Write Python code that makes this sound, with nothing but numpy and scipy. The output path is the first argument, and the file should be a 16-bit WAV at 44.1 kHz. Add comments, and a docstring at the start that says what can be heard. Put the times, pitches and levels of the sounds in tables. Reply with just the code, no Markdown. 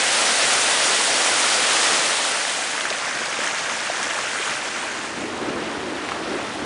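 """Storm water in woodland, on one microphone at three places that fade into one another.
First a white torrent over rocks; from about 2 s a shallow flood rattling over gravel, with the first
plops and spits close to the microphone; from about 4.5 s muddy water gurgling and gulping along a track.
Each place is a wash of countless far bubbles with nearer ones ringing out of it, lifted by small waves."""
import sys
import numpy as np
from scipy import signal
from scipy.fft import rfft, irfft, next_fast_len
from scipy.io import wavfile

SR = 44100
rng = np.random.default_rng(int(sys.argv[2]) if len(sys.argv) > 2 else 0)


def put_to_file(sound):
    """Save the sound as 16-bit audio at rate SR, in the file named by the first command-line argument."""
    columns = np.atleast_2d(sound).T  # one column per channel
    safe = np.clip(columns, -1, 1)
    whole_steps = np.round(safe * 32767)
    wavfile.write(sys.argv[1], SR, whole_steps.astype(np.int16))


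N = 293265
CUTOFF_HZ = 10080


def from_db(db):
    """Decibels to gain."""
    return 10 ** (np.asarray(db) / 20)


def rms_one(x):
    """Scale to unit power."""
    return x / np.sqrt(np.mean(x ** 2) + 1e-20)


def filtered(x, gain_at):
    """Apply a gain given as a function of frequency."""
    size = next_fast_len(N + 8192)
    hz = np.maximum(np.fft.rfftfreq(size, 1 / SR), 1)
    return irfft(rfft(x, size) * gain_at(hz), size)[:N]


def drift(rate):
    """A slow random wander of spread 1, changing about rate times a second."""
    hop, settle = 100, 1000
    pole = np.exp(-2 * np.pi * rate * hop / SR)
    noise = rng.standard_normal(N // hop + settle + 2)
    slow = signal.lfilter([1], [1, -2 * pole, pole ** 2], noise)[settle:]
    return np.interp(np.arange(N) / hop, np.arange(len(slow)), rms_one(slow))


def swell(rows):
    """Gain over time: each swell is a bell curve of the given length and lift."""
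    t = np.arange(N) / SR
    return from_db(sum(db * np.exp(-np.pi * ((t - crest) / length) ** 2) for crest, length, db in rows))


def fade(start_s, end_s, law=0.79):
    """Gains of the place being left and of the place being reached."""
    share = np.clip((np.arange(N) / SR - start_s) / (end_s - start_s), 0, 1)
    return (1 - share) ** law, share ** law


def eddies(stream, patchy_db=0.42, flicker_db=0.66):
    """Eddies come and go, so each half octave of bubble sizes wanders in level on its own."""
    centres = np.log(np.geomspace(220, 9500, 12))
    out = np.zeros(N)
    for band in np.eye(len(centres)):
        part = filtered(stream, lambda hz: np.interp(np.log(hz), centres, band))
        out += part * from_db(patchy_db * drift(5) + flicker_db * drift(30))
    return out


def water(spectrum, humps, near, near_db):
    """The far wash with near bubbles over it; humps mark bubble sizes the place favours or lacks."""
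    def colour(hz):
        points, levels = np.transpose(spectrum)
        lift = sum(db / (1 + (2 * (hz - centre) / width) ** 2) for centre, width, db in humps)
        return from_db(np.interp(np.log(hz), np.log(points), levels) + lift)
    far_wash = rng.standard_normal(N)
    stream = eddies(far_wash + from_db(near_db) * near)
    return rms_one(filtered(stream, colour))


def ring(clicks, hz, cycles):
    """Each click sets a bubble ringing, a sine that falls 60 dB in so many cycles."""
    decay = np.exp(-np.log(1000) * hz / (cycles * SR))
    angle = 2 * np.pi * hz / SR
    return signal.lfilter([1, 0, -1], [1, -2 * decay * np.cos(angle), decay ** 2], clicks + 1e-18)


def bubbles(per_s, smallness, spread_db, cycles, clump_db):
    """Nearer bubbles of all sizes, born in clumps as wavelets break; even power per Hz."""
    pitches = np.geomspace(220, 9800, 28)
    # the higher the smallness, the more small, high-pitched bubbles outnumber large, low ones
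    births = pitches ** smallness
    breaking, out = drift(7), np.zeros(N)
    for hz, share in zip(pitches, births / births.sum()):
        rate = per_s * share * from_db(clump_db * (.5 * breaking + drift(12)))
        born = np.flatnonzero(rng.random(N) < rate / SR)
        chance = rng.uniform(-1, 1, N)[born]
        rarity = np.minimum(-np.log(np.abs(chance) + 1e-9), 4)   # a few are louder than the rest
        clicks = np.zeros(N)
        clicks[born] = np.sign(chance) * from_db(spread_db * rarity)
        out += np.sqrt(hz) * rms_one(ring(clicks, hz, cycles))
    return rms_one(out)


# Colour of the water beside the rocks (frequency [Hz], relative level [dB])
TORRENT_SPECTRUM = [(35, -44), (60, -43), (100, -15.5), (170, -14), (260, -6.5), (380, -6.5), (540, -1.1),
                    (900, 0), (2000, -1.5), (3100, -1.5), (4500, -4), (8000, -6), (10000, -6.5)]
# Bubble sizes favoured or lacking there (centre [Hz], width [Hz], lift [dB])
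TORRENT_SIZES = [(680, 310, 1.3), (1010, 420, -2), (1460, 410, 1.5), (1980, 160, 2.5)]


def torrent():
    """At the rocks: white water, a dense foam of short-lived bubbles."""
    foam = bubbles(per_s=14000, smallness=.6, spread_db=2.5, cycles=6.2, clump_db=2.0)
    return water(TORRENT_SPECTRUM, TORRENT_SIZES, foam, near_db=-5.0)


# Colour of the water beside the gravel (frequency [Hz], relative level [dB])
GRAVEL_SPECTRUM = [(35, -36), (70, -24), (120, -14), (180, -12), (270, -8.5), (420, -8.5), (600, -3.5),
                   (1000, -3.5), (1600, -1), (2400, -4), (4200, -11), (6500, -11), (8000, -14),
                   (10000, -17.5)]
# Bubble sizes favoured there (centre [Hz], width [Hz], lift [dB])
GRAVEL_SIZES = [(650, 85, 0.95), (814, 46, 1.0), (1590, 280, 0.85)]


def gravel_flood():
    """At the shallows: fewer bubbles, ringing longer and more uneven in level."""
    babble = bubbles(per_s=3000, smallness=.8, spread_db=3.0, cycles=23.4, clump_db=2.8)
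    return water(GRAVEL_SPECTRUM, GRAVEL_SIZES, babble, near_db=-4.0)


# Colour of the water beside the track (frequency [Hz], relative level [dB])
TRACK_SPECTRUM = [(30, -32), (70, -12), (160, -9.5), (240, -4), (330, -1.5), (500, -7), (900, -7),
                  (1900, -9.5), (3500, -15.5), (5500, -21), (8000, -25.5), (10000, -27)]
# Bubble size favoured there (centre [Hz], width [Hz], lift [dB])
TRACK_SIZES = [(600, 120, 0.92)]
# Gulps of air that swell the deep churning (time [s], length [s], lift [dB])
AIR_GULPS = [(5.22, .1, 5), (5.44, 0.19, 3.5), (5.6, .2, 5.5), (5.87, 0.21, 4), (6.33, .2, 4.5),
             (6.63, .08, 6)]


def muddy_track(churn_top_hz=680):
    """On the track: the water swallows large pockets of air while the smaller bubbles carry on."""
    gurgle = bubbles(per_s=5500, smallness=.1, spread_db=0.5, cycles=15.6, clump_db=2.5)
    stream = water(TRACK_SPECTRUM, TRACK_SIZES, gurgle, near_db=-2.5)
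    churn = filtered(stream, lambda hz: 1 / (1 + (hz / churn_top_hz) ** 4))
    return stream + (swell(AIR_GULPS) - 1) * churn


# Crests of the waves running through the water (time [s], length [s], lift [dB])
WAVE_CRESTS = [(0.19, 0.091, 0.9), (0.5, .17, 1.5), (1.85, 0.61, 0.64), (2.82, .16, 0), (3.43, 0.16, 1.5),
               (4.05, 0.25, 1), (4.5, 0.092, 1), (5.0, .15, 1.3), (5.75, 0.1, 1), (6.12, 0.13, 0.8),
               (6.37, 0.24, 1.4)]


def storm_water(torrent_db=-17.5, gravel_db=-25, track_db=-29):
    """The three places in turn; passing waves lift the whole stream above these levels."""
    torrent_out, gravel_in = fade(start_s=1.87, end_s=2.99)
    gravel_out, track_in = fade(start_s=4.46, end_s=5.4)
    stream = from_db(torrent_db) * torrent_out * torrent()
    stream += from_db(gravel_db) * gravel_in * gravel_out * gravel_flood()
    stream += from_db(track_db) * track_in * muddy_track()
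    return swell(WAVE_CRESTS) * stream


# Bubbles close to the microphone (time [s], ring peak [dB], starting pitch [Hz], ring length [cycles])
CLOSE_PLOPS = [(2.4514, -11.5, 1510, 4), (2.779, -13, 1340, 3.5), (2.809, -14, 3004, 11),
               (2.8098, -15, 1400, 7.1), (2.854, -11.5, 1310, 5.9), (2.903, -10.5, 3800, 6.1),
               (2.907, -25, 373, 10.6), (2.9129, -19, 554, 12.4), (2.9267, -12, 1990, 3),
               (2.9852, -14, 3350, 3), (3.056, -21, 990, 14), (3.08, -25, 640, 10), (3.2561, -15, 4250, 3),
               (3.3892, -20.5, 407, 7.2), (3.4728, -13, 1690, 12), (3.8988, -15, 590, 12),
               (4.0299, -12.5, 5900, 10), (4.054, -18, 5800, 10), (4.188, -13.5, 1000, 5.7),
               (4.355, -24.5, 695, 17), (4.397, -25.5, 330, 12), (5.423, -24, 303, 12),
               (6.0888, -14, 1690, 3.8), (6.1187, -12.5, 980, 4.8), (6.124, -25, 2300, 11)]


def plops(spatter_db=-16.5, spatter_s=0.0094):
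    """A close bubble rings briefly, climbing in pitch as it nears the surface, and throws spatter."""
    out = np.zeros(N)
    t = np.arange(SR // 20) / SR
    for start_s, db, hz, cycles in CLOSE_PLOPS:
        turns = t * hz
        rise = 0.78 * 560 / hz   # large bubbles climb most: by 78 % from 560 Hz
        envelope = (1 - np.exp(-2 * turns)) ** 2 * np.exp(-np.log(1000) * turns / cycles)
        outflow = envelope * np.sin(2 * np.pi * turns * (1 + rise * turns / cycles / 2))
        pressure = np.gradient(outflow)   # sound follows the change of flow, so there is no thud
        band = signal.butter(1, [hz / 2, min(2 * hz, CUTOFF_HZ)], "band", fs=SR, output="sos")
        drops = rms_one(signal.sosfilt(band, rng.standard_normal(len(t))))
        spatter = from_db(spatter_db) * drops * np.exp(-t / spatter_s)
        plop = from_db(db) * (pressure / np.abs(pressure).max() + spatter)
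        start = int(start_s * SR)
        out[start:start + len(t)] += plop[:N - start]
    return out


def scene():
    """Running water and close plops on one microphone, the same in both channels."""
    return np.tile(storm_water() + plops(), (2, 1))


def record(dry):
    """The treble is cut steeply above about 10 kHz."""
    lowpass = signal.ellip(14, .1, 90, CUTOFF_HZ, fs=SR, output="sos")
    return signal.sosfilt(lowpass, dry)


dry = scene()
out = record(dry)
put_to_file(out)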